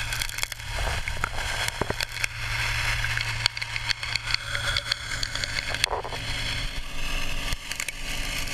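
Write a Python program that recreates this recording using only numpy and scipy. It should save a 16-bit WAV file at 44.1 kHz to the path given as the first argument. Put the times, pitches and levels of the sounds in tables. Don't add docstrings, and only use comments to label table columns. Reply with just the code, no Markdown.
import sys
import numpy as np
from scipy import signal
from scipy.fft import rfft, irfft
from scipy.io import wavfile
from scipy.ndimage import uniform_filter1d, minimum_filter1d, map_coordinates

SR = 44100
rng = np.random.default_rng(int(sys.argv[2]) if len(sys.argv) > 2 else 0)


def materialize(psi):
    bounded = np.clip(np.atleast_2d(psi).T, -1, 1)
    quanta = np.round(bounded * 32767).astype(np.int16)
    wavfile.write(sys.argv[1], SR, quanta)


N = 376173

# (centre [Hz], full width at half the dB gain [Hz], gain [dB])
HOUSING_BELLS = [(570, 110, 7.5), (940, 49, 9.5), (1574, 310, 9), (1900, 96, -5.5), (2204, 100, 3.5),
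                 (2328, 130, -8.5), (2785, 165, -8), (3020, 116, -5), (3334, 136, 9), (3772, 240, -16),
                 (4400, 630, 3.5), (4970, 103, -15), (5295, 340, 4.5), (7270, 230, 5), (7920, 1300, -4),
                 (9360, 170, 7), (9735, 630, -9.5)]
# (start [s], [(centre [Hz], full width at half the dB gain [Hz], gain [dB])])
NOZZLE_POSES = [(0, [(880, 260, 7), (1540, 360, 4.5), (3360, 220, -2), (10900, 11000, 6)]),
                (2.2, [(1500, 1700, 4.5), (2725, 220, 6.5), (3250, 250, -8), (5530, 1500, 2.5),
                (11700, 3100, 4.5)]), (3.2, [(1030, 570, 4.5), (2210, 220, 4), (3420, 170, -9),
                (4420, 260, 5.5), (12000, 3200, -4)]), (4.35, [(570, 47, 9.5), (895, 160, -4),
                (1410, 280, 9.5), (2610, 600, -11), (3220, 330, 1), (4100, 600, 1.5), (5000, 280, -7),
                (5430, 230, 4), (5730, 400, -9), (6500, 560, 2), (8600, 1000, 4.5)]), (4.98, [(570, 47, 5),
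                (910, 190, -5.5), (1470, 300, 7), (2660, 580, -11), (3300, 150, -4.5), (4500, 440, 5),
                (5400, 230, 1), (5900, 400, -2), (6900, 980, 9), (8800, 1000, 4.5)]),
                (5.6, [(1280, 700, -1.5), (3070, 79, 6.5), (4400, 370, 5.5), (8800, 600, 3)]),
                (6.75, [(1167, 89, 9), (1454, 240, -14), (2355, 270, -11.5), (2820, 330, 10.5),
                (3360, 140, -11.5), (4540, 320, -3), (6300, 170, 8), (12700, 4800, 6.5)]),
                (7.65, [(1170, 110, 15), (1360, 570, -10), (2850, 410, 6), (3380, 220, -13),
                (6550, 1500, 3.5), (12400, 9500, 7)])]


def amp(db):
    return 10 ** (np.asarray(db) / 20)


def unit(x):
    return x / np.sqrt(np.mean(x ** 2) + 1e-20)


def crest(x):
    return x / (np.abs(x).max() + 1e-12)


def curve(rows):
    s, values = np.transpose(rows)
    return np.interp(np.arange(N) / SR, s, values)


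def wobble(knots_per_s):
    knots = rng.standard_normal(int(N * knots_per_s / SR) + 4)
    return map_coordinates(knots, [np.arange(N) * knots_per_s / SR])


def colour(points, bells=(), size=4096):
    hz = np.fft.rfftfreq(size, 1 / SR)
    point_hz, level_db = np.transpose(points)
    db = np.interp(np.log(hz + 1), np.log(point_hz), level_db)
    for centre_hz, width_hz, gain_db in bells:
        db = db + gain_db * .5 ** ((2 * (hz - centre_hz) / width_hz) ** 2)
    cepstrum = irfft(np.log(amp(db)))
    cepstrum[1:size // 2] *= 2
    cepstrum[size // 2 + 1:] = 0
    return irfft(np.exp(rfft(cepstrum)))


def through(x, response):
    return signal.oaconvolve(x, response)[:len(x)]


def passed(x, hz, kind, order=2):
    return signal.sosfilt(signal.butter(order, hz, kind, fs=SR, output="sos"), x)


def add(track, s, sound):
    part = track[max(round(s * SR), 0):][:len(sound)]
    part += sound[:len(part)]


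def grains(rate_per_s, spread_db):
    hit = rng.random(N) < rate_per_s / SR
    size_db = spread_db * np.clip(rng.standard_normal(N), -2, 2)
    return unit(hit * rng.choice([-1, 1], N) * amp(size_db))


def swells(rows, steady_db):
    t = np.arange(N) / SR
    power = amp(steady_db)[:, None] ** 2
    for s, length_s, *db in rows:
        shape = np.cos(np.pi * np.clip((t - s) / length_s, -.5, .5))
        power = power + (amp(db)[:, None] * shape) ** 2
    return np.sqrt(power)


def pose_at(s):
    return np.searchsorted([start_s for start_s, _ in NOZZLE_POSES[1:]], s)


def lifted():
    lift_s, lift_takes_s = 6.68, .2
    return np.clip((np.arange(N) / SR - lift_s) / lift_takes_s + .5, 0, 1)


def off_rock(x, delay_s, drift, share):
    lag = delay_s * SR * (1 + drift * wobble(1.645))
    echo = map_coordinates(x, [np.arange(N) - lag], order=3)
    return unit(x + share * echo)


def gravel():
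    # (time [s], level [dB])
    stream_levels = [(0, -29.5), (.3, -34.5), (.52, -39), (.8, -31), (1.25, -36.5), (1.6, -28.5),
                     (2.2, -35), (2.75, -26), (3.25, -32), (3.7, -27), (4.3, -30.5), (4.7, -27.5),
                     (6.05, -36.5), (6.4, -28.5), (6.8, -35), (7.25, -32), (7.8, -32), (8.53, -33.5)]
    # (frequency [Hz], relative density [dB per Hz])
    gravel_spectrum = [(100, -37), (350, -13), (600, -13), (1100, -6.5), (1600, -3.5), (2400, 5.5),
                       (3300, 0), (4500, -7.5), (6000, -12), (9000, -13.5), (12500, -26.5), (15000, -37)]
    impacts = grains(rate_per_s=2600, spread_db=3.5) + 1.27 * rng.standard_normal(N)
    impacts = impacts * amp(1.4 * wobble(170) + 1.47 * wobble(25))
    pose = pose_at(np.arange(N) / SR)
    rush = np.zeros(N)
    for k, (_, bells) in enumerate(NOZZLE_POSES):
        share = np.abs(uniform_filter1d((pose == k) * 1., size=SR // 4))
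        rush += np.sqrt(share) * unit(through(impacts, colour(gravel_spectrum, HOUSING_BELLS + bells)))
    return off_rock(rush, delay_s=0.000882, drift=0.12, share=0.26) * amp(curve(stream_levels))


def crackle():
    # (time of the thickest part [s], length [s], sand level [dB], pebble level [dB])
    grit_gulps = [(.36, 0.53, -29.5, -33.5), (2.1, 0.51, -41, -33.5), (3.35, 0.85, -52, -45),
                  (5.65, 0.87, -56, -35.5), (7.8, 0.35, -42, -33), (8.3, 1, -42.5, -41.5)]
    # (frequency [Hz], relative density [dB per Hz])
    sand_spectrum = [(200, -9), (1400, -18), (3300, 1), (7000, 2), (11000, -2), (13000, -1), (15500, -27)]
    pebble_spectrum = [(200, -14), (900, -15.5), (2200, 5.5), (3300, -11), (4400, -4.5), (6000, -19),
                       (9000, -20), (12500, -43), (15500, -71)]
    trickle_sand_db, trickle_pebble_db = -57, -55.5
    sand_gain, pebble_gain = swells(grit_gulps, [trickle_sand_db, trickle_pebble_db])
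    t = np.arange(SR // 50) / SR

    def scrapes(hits, spectrum, t60_s):
        burst = through(np.abs(hits), amp(-60 * t / t60_s)) * rng.standard_normal(N)
        return unit(through(burst, colour(spectrum, HOUSING_BELLS)))

    sand = scrapes(grains(rate_per_s=100, spread_db=7.0), sand_spectrum, t60_s=0.0076)
    pebbles = scrapes(grains(rate_per_s=110, spread_db=3.5), pebble_spectrum, t60_s=.01)
    return sand_gain * sand + pebble_gain * pebbles


def stones():
    # (time [s], peak [dB], knock [dB], snap [dB])
    stone_hits = [(0.127, -16.5, -19, -9), (0.2177, -11, -19.5, -14.5), (0.239, -20, -18, -17),
                  (0.249, -12, -16, -11), (0.3205, -15, -8, -4), (0.2952, -25, -16, -7),
                  (0.383, -12, -7, -2), (0.3943, -21, 1, -15), (0.4336, -7, -7, -5), (0.4595, -18, -18, -5),
                  (0.5211, -8, -14, -8), (0.5997, -19, -6, -6), (1.078, -13.5, -2, -12.5),
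                  (1.2397, -16.5, 6.5, 5), (1.6834, -9.5, -10.5, -6.5), (2.0057, -11.5, -14.5, -22),
                  (2.0296, -5.5, -17, -10), (2.165, -13.5, -15, -14), (2.1758, -17, -14, -20),
                  (2.2425, -6.5, -8, -6.5), (3.046, -22, 5, -28), (3.1738, -14.5, -2, -14),
                  (3.209, -12, -18, -30), (3.46, -3, -19, -21.5), (3.573, -8, -19, -30),
                  (3.6166, -10.5, -18, -30), (3.6238, -8, -11, -18), (3.7624, -8.5, -16.5, -38),
                  (3.892, -17, -17, -30), (3.902, -9.5, -19.5, -26), (3.9118, -5.5, -19, -25),
                  (4.0315, -10, -10, -15), (4.126, -14.5, -14, -38), (4.156, -8.5, -24, -25),
                  (4.3066, -14, -19, -40), (4.344, -6, -23.5, -32), (4.5529, -13, -9, -39),
                  (4.7671, -10.5, -24, -37), (4.7827, -8, -35, -34), (4.9195, -5.5, -22, -28),
                  (5.232, -12.5, -37, -21.5), (5.2565, -12.5, -22, -30), (5.3543, -16, -20, -33),
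                  (5.437, -12, -23.5, -26.5), (5.57, -20, -13, -40), (5.5879, -12.5, -18, -41),
                  (5.6284, -15.5, -9, -28), (5.7446, -14.5, -14, -17.5), (5.8398, -4.5, -21.5, -17),
                  (7.5268, -16.5, -18, -9.5), (7.716, -10.5, -11, -8), (7.7563, -19, -29, -9),
                  (7.7988, -8, -7, 0), (7.8245, -6.5, -11, -5), (7.8855, -8, -15.5, -8.5),
                  (8.4237, -21, -12, -7)]
    # (frequency [Hz], relative density [dB per Hz])
    steel_spectrum = [(200, -20.5), (900, -10.5), (1500, -7), (2200, 8.5), (3000, -0.5), (4400, 0.5),
                      (5300, -10), (6300, -13.5), (9000, -25.5), (12500, -34), (15500, -56)]
    pose_share = 0.68
    out, t = np.zeros(N), np.arange(SR // 30) / SR
    bodies = []
    for _, bells in NOZZLE_POSES:
        softened = [(hz, width_hz, pose_share * db) for hz, width_hz, db in bells]
        bodies.append(colour(steel_spectrum, HOUSING_BELLS + softened))
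    for s, db, knock_db, snap_db in stone_hits:
        contact = np.exp(-(t / .0021) ** 2) + .07 * amp(-60 * t / .025)
        crack = through(contact * rng.standard_normal(len(t)), bodies[pose_at(s)])
        knock = amp(knock_db + 12.5) * crest(passed(crack, 2760, "low", order=4))
        ring = amp(-3.5) * crest(passed(crack, [2800, 6000], "band"))
        snap = amp(snap_db + 7) * crest(passed(crack, 7450, "high", order=6))
        add(out, s - .0003, amp(db + 2.5) * crest(knock + ring + snap))
    return out


def plinks():
    # (time [s], peak [dB], pitch [Hz], t60 [s])
    nozzle_rings = [(1.239, -13, 1385, 0.018), (1.268, -18, 1390, .022), (3.043, -17.5, 1575, 0.035),
                    (4.554, -31, 570, 0.15), (4.783, -27.5, 570, 0.12), (4.922, -30.5, 570, 0.065),
                    (5.438, -30.5, 580, 0.06), (7.886, -12.5, 2250, 0.051)]
    out, t = np.zeros(N), np.arange(SR // 16) / SR
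    for s, db, hz, t60_s in nozzle_rings:
        ring = np.sin(2 * np.pi * hz * t) * amp(-60 * t / t60_s) * (1 - np.exp(-t / 0.0014))
        add(out, s, amp(db) * crest(ring))
    return out


def knocks():
    # (time [s], peak [dB])
    housing_hits = [(1.167, -27), (1.239, -15.5), (1.27, -22), (1.815, -6), (1.843, -18.5), (1.9030, -5.5)]
    # (frequency [Hz], mean relative level [dB], t60 [s])
    thud_modes = [(108, -17, 0.13), (209, -13, 0.0067), (396, -1, 0.03), (608, 2, 0.027), (940, -2, 0.016),
                  (1500, 7.5, 0.0057), (1837, -7, 0.019)]
    out, t = np.zeros(N), np.arange(SR // 16) / SR
    push = np.exp(-((t - .0013) / 0.00031) ** 2)
    for s, db in housing_hits:
        ring = np.zeros(len(t))
        for hz, level_db, t60_s in thud_modes:
            mode_db = level_db + rng.normal(0, 2.8)
            ring += amp(mode_db - 60 * t / t60_s) * np.sin(2 * np.pi * hz * t)
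        ring = crest(ring * (1 - np.exp(-t / 0.00072)))
        add(out, s, amp(db) * crest(push + 0.66 * ring))
    return out


def glove():
    # (start [s], length [s], first rate [slips/s], last rate [slips/s], relative level [dB])
    glove_rubs = [(5.862, 0.024, 80, 85, -10), (5.91, .006, 100, 100, -9), (5.923, 0.028, 104.5, 300, -6),
                  (5.953, 0.047, 330, 480, -15.5), (6.043, .038, 120, 220, -19.5),
                  (6.1, .006, 100, 100, -25.5), (6.124, 0.024, 105, 310, -23)]
    # (frequency [Hz], relative level [dB], t60 [s], delay [s])
    slip_modes = [(1900, -7, 0.0091, 0.0001), (964, 6, 0.013, 0.00082), (685, -3, 0.012, 0.00028),
                  (513, -1, 0.023, 0.00288), (354, -14, 0.031, 0.0044)]
    slips, t = np.zeros(N), np.arange(SR // 30) / SR
    unsteady = amp(1.81 * wobble(160))
    for s, length_s, first, last, db in glove_rubs:
        start = round(s * SR)
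        rate = np.linspace(first, last, max(int(length_s * SR), 2))
        rate = rate * unsteady[start:][:len(rate)]
        at = np.flatnonzero(np.diff(np.floor(np.cumsum(rate) / SR), prepend=-1))
        slip_db = db + 2 * rng.standard_normal(len(at))
        slips[start + at] = amp(slip_db) * np.sqrt(first / rate[at])
    ring = np.zeros(len(t))
    for hz, db, t60_s, delay_s in slip_modes:
        mode = amp(db - 60 * t / t60_s) * np.sin(2 * np.pi * hz * t)
        add(ring, delay_s, mode * (1 - np.exp(-t / 0.00047)))
    return through(slips, crest(ring))


def machines():
    # (time [s], gain [dB])
    carry_levels = [(0, -9.5), (2, -14), (4, -8.5), (5.2, -3), (6.3, 0), (7.4, 2), (8.53, 1)]
    # (time [s], level [dB])
    hum_levels = [(0, -39), (1.4, -44.5), (2.5, -36.5), (3.6, -34.5), (5.5, -41), (8.53, -38.5)]
    # (multiple of the cycle rate, rms level [dB])
    pump_lines = [(2, -65), (8, -60), (10, -52.5), (14, -61), (16, -62), (18, -65.5), (20, -54.5),
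                  (22, -57), (24, -56.5), (26, -60)]
    engine_lines = [(3, -66), (4, -75.5), (5, -55), (6, -50.5), (7, -58.5), (8, -62), (9, -56), (10, -55),
                    (11, -68), (13, -65), (15, -65.5)]
    lift_hum_db = -8.5

    def turn(mean_cycle_hz):
        return 2 * np.pi * np.cumsum(mean_cycle_hz * (1 + .0012 * wobble(3.22))) / SR

    def lines(phase, orders):
        total = np.zeros(N)
        for k, db in orders:
            total += amp(db) * np.sqrt(2) * np.sin(round(k) * phase + 2 * np.pi * rng.random())
        return total

    pump, engine = turn(28.3), turn(27.03)
    flutter = amp(0.51 * wobble(22))
    hum = unit(flutter * lines(pump + 0.039 * wobble(47), [(4, 0)]))
    hum = hum * amp(curve(hum_levels) + lift_hum_db * lifted())
    return hum + amp(curve(carry_levels)) * (lines(pump, pump_lines) + lines(engine, engine_lines))


def water():
    # (time of the fastest part [s], length [s], buffeting level [dB], churning level [dB])
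    arm_strokes = [(.15, 0.53, -45, -53), (.87, 0.39, -28.5, -38), (1.1, 0.52, -31.5, -50),
                   (1.68, 1, -46, -38), (2.87, 0.56, -35.5, -46), (4.72, 0.26, -35.5, -44.5),
                   (5.718, 0.056, -42, -31), (5.93, 0.22, -28, -32.5)]
    # (time [s], peak [dB])
    surge_pushes = [(0.259, -9.5), (0.999, -10.5), (1.703, -12), (2.042, -14), (6.655, -8), (6.79, -7.5),
                    (7.542, -2.5)]
    # (frequency [Hz], relative density [dB per Hz])
    sway_spectrum = [(6, -9), (16, 6), (30, -10), (55, -24.5), (120, -35.5), (600, -107)]
    buffet_spectrum = [(10, -24), (35, 6.5), (55, 1.5), (85, -2), (130, -13.5), (220, -28), (600, -57),
                       (2000, -107)]
    churn_spectrum = [(40, -23), (130, 0), (300, -9), (700, 6.5), (1000, -1.5), (1600, -0.5), (5000, -88)]
    current_buffet_db, current_churn_db = -37.5, -52.5
    sway_before_lift_db, lift_sway_db, lift_buffet_db = -27.5, 7, -10
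    t = np.arange(N) / SR
    buffet_gain, churn_gain = swells(arm_strokes, [current_buffet_db, current_churn_db])
    sway = unit(through(rng.standard_normal(N), colour(sway_spectrum, size=16384)))
    sway = sway * amp(sway_before_lift_db + lift_sway_db * lifted())
    buffet = unit(through(rng.standard_normal(N), colour(buffet_spectrum)))
    buffet = buffet * buffet_gain * amp(lift_buffet_db * lifted())
    churn = unit(through(grains(rate_per_s=660, spread_db=8.5), colour(churn_spectrum)))
    churn = churn * churn_gain * amp(3.0 * wobble(30))
    surges = sum(amp(db) * np.exp(-((t - s) / .014) ** 2) for s, db in surge_pushes)
    return sway + buffet + churn + surges


def scene():
    return (gravel() + crackle() + stones() + plinks() + knocks() + glove() + machines() + water())[None]


def gain_control(x, threshold_db, slope, release_db_per_s):
    over_db = slope * np.maximum(20 * np.log10(np.abs(x) + 1e-9) - threshold_db, 0)
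    hold, lag = SR // 32, SR // 300
    held_db = -minimum_filter1d(-over_db, hold, origin=(hold - 1) // 2)
    ramp_db = release_db_per_s * np.arange(N) / SR
    cut_db = np.maximum.accumulate(held_db + ramp_db) - ramp_db
    late_cut_db = np.pad(cut_db, (lag, 0))[:N]
    return x * amp(-uniform_filter1d(late_cut_db, lag))


def record(dry):
    top_hz = 15400
    x = gain_control(dry[0], threshold_db=-11.5, slope=1.4, release_db_per_s=62)
    x = passed(x, 27, "high")
    x = x / (1 + np.abs(x / .92) ** 6) ** (1 / 6)
    in_band = np.fft.rfftfreq(N, 1 / SR) < top_hz
    return irfft(rfft(x) * in_band, N)[None]


dry = scene()
out = record(dry)
materialize(out)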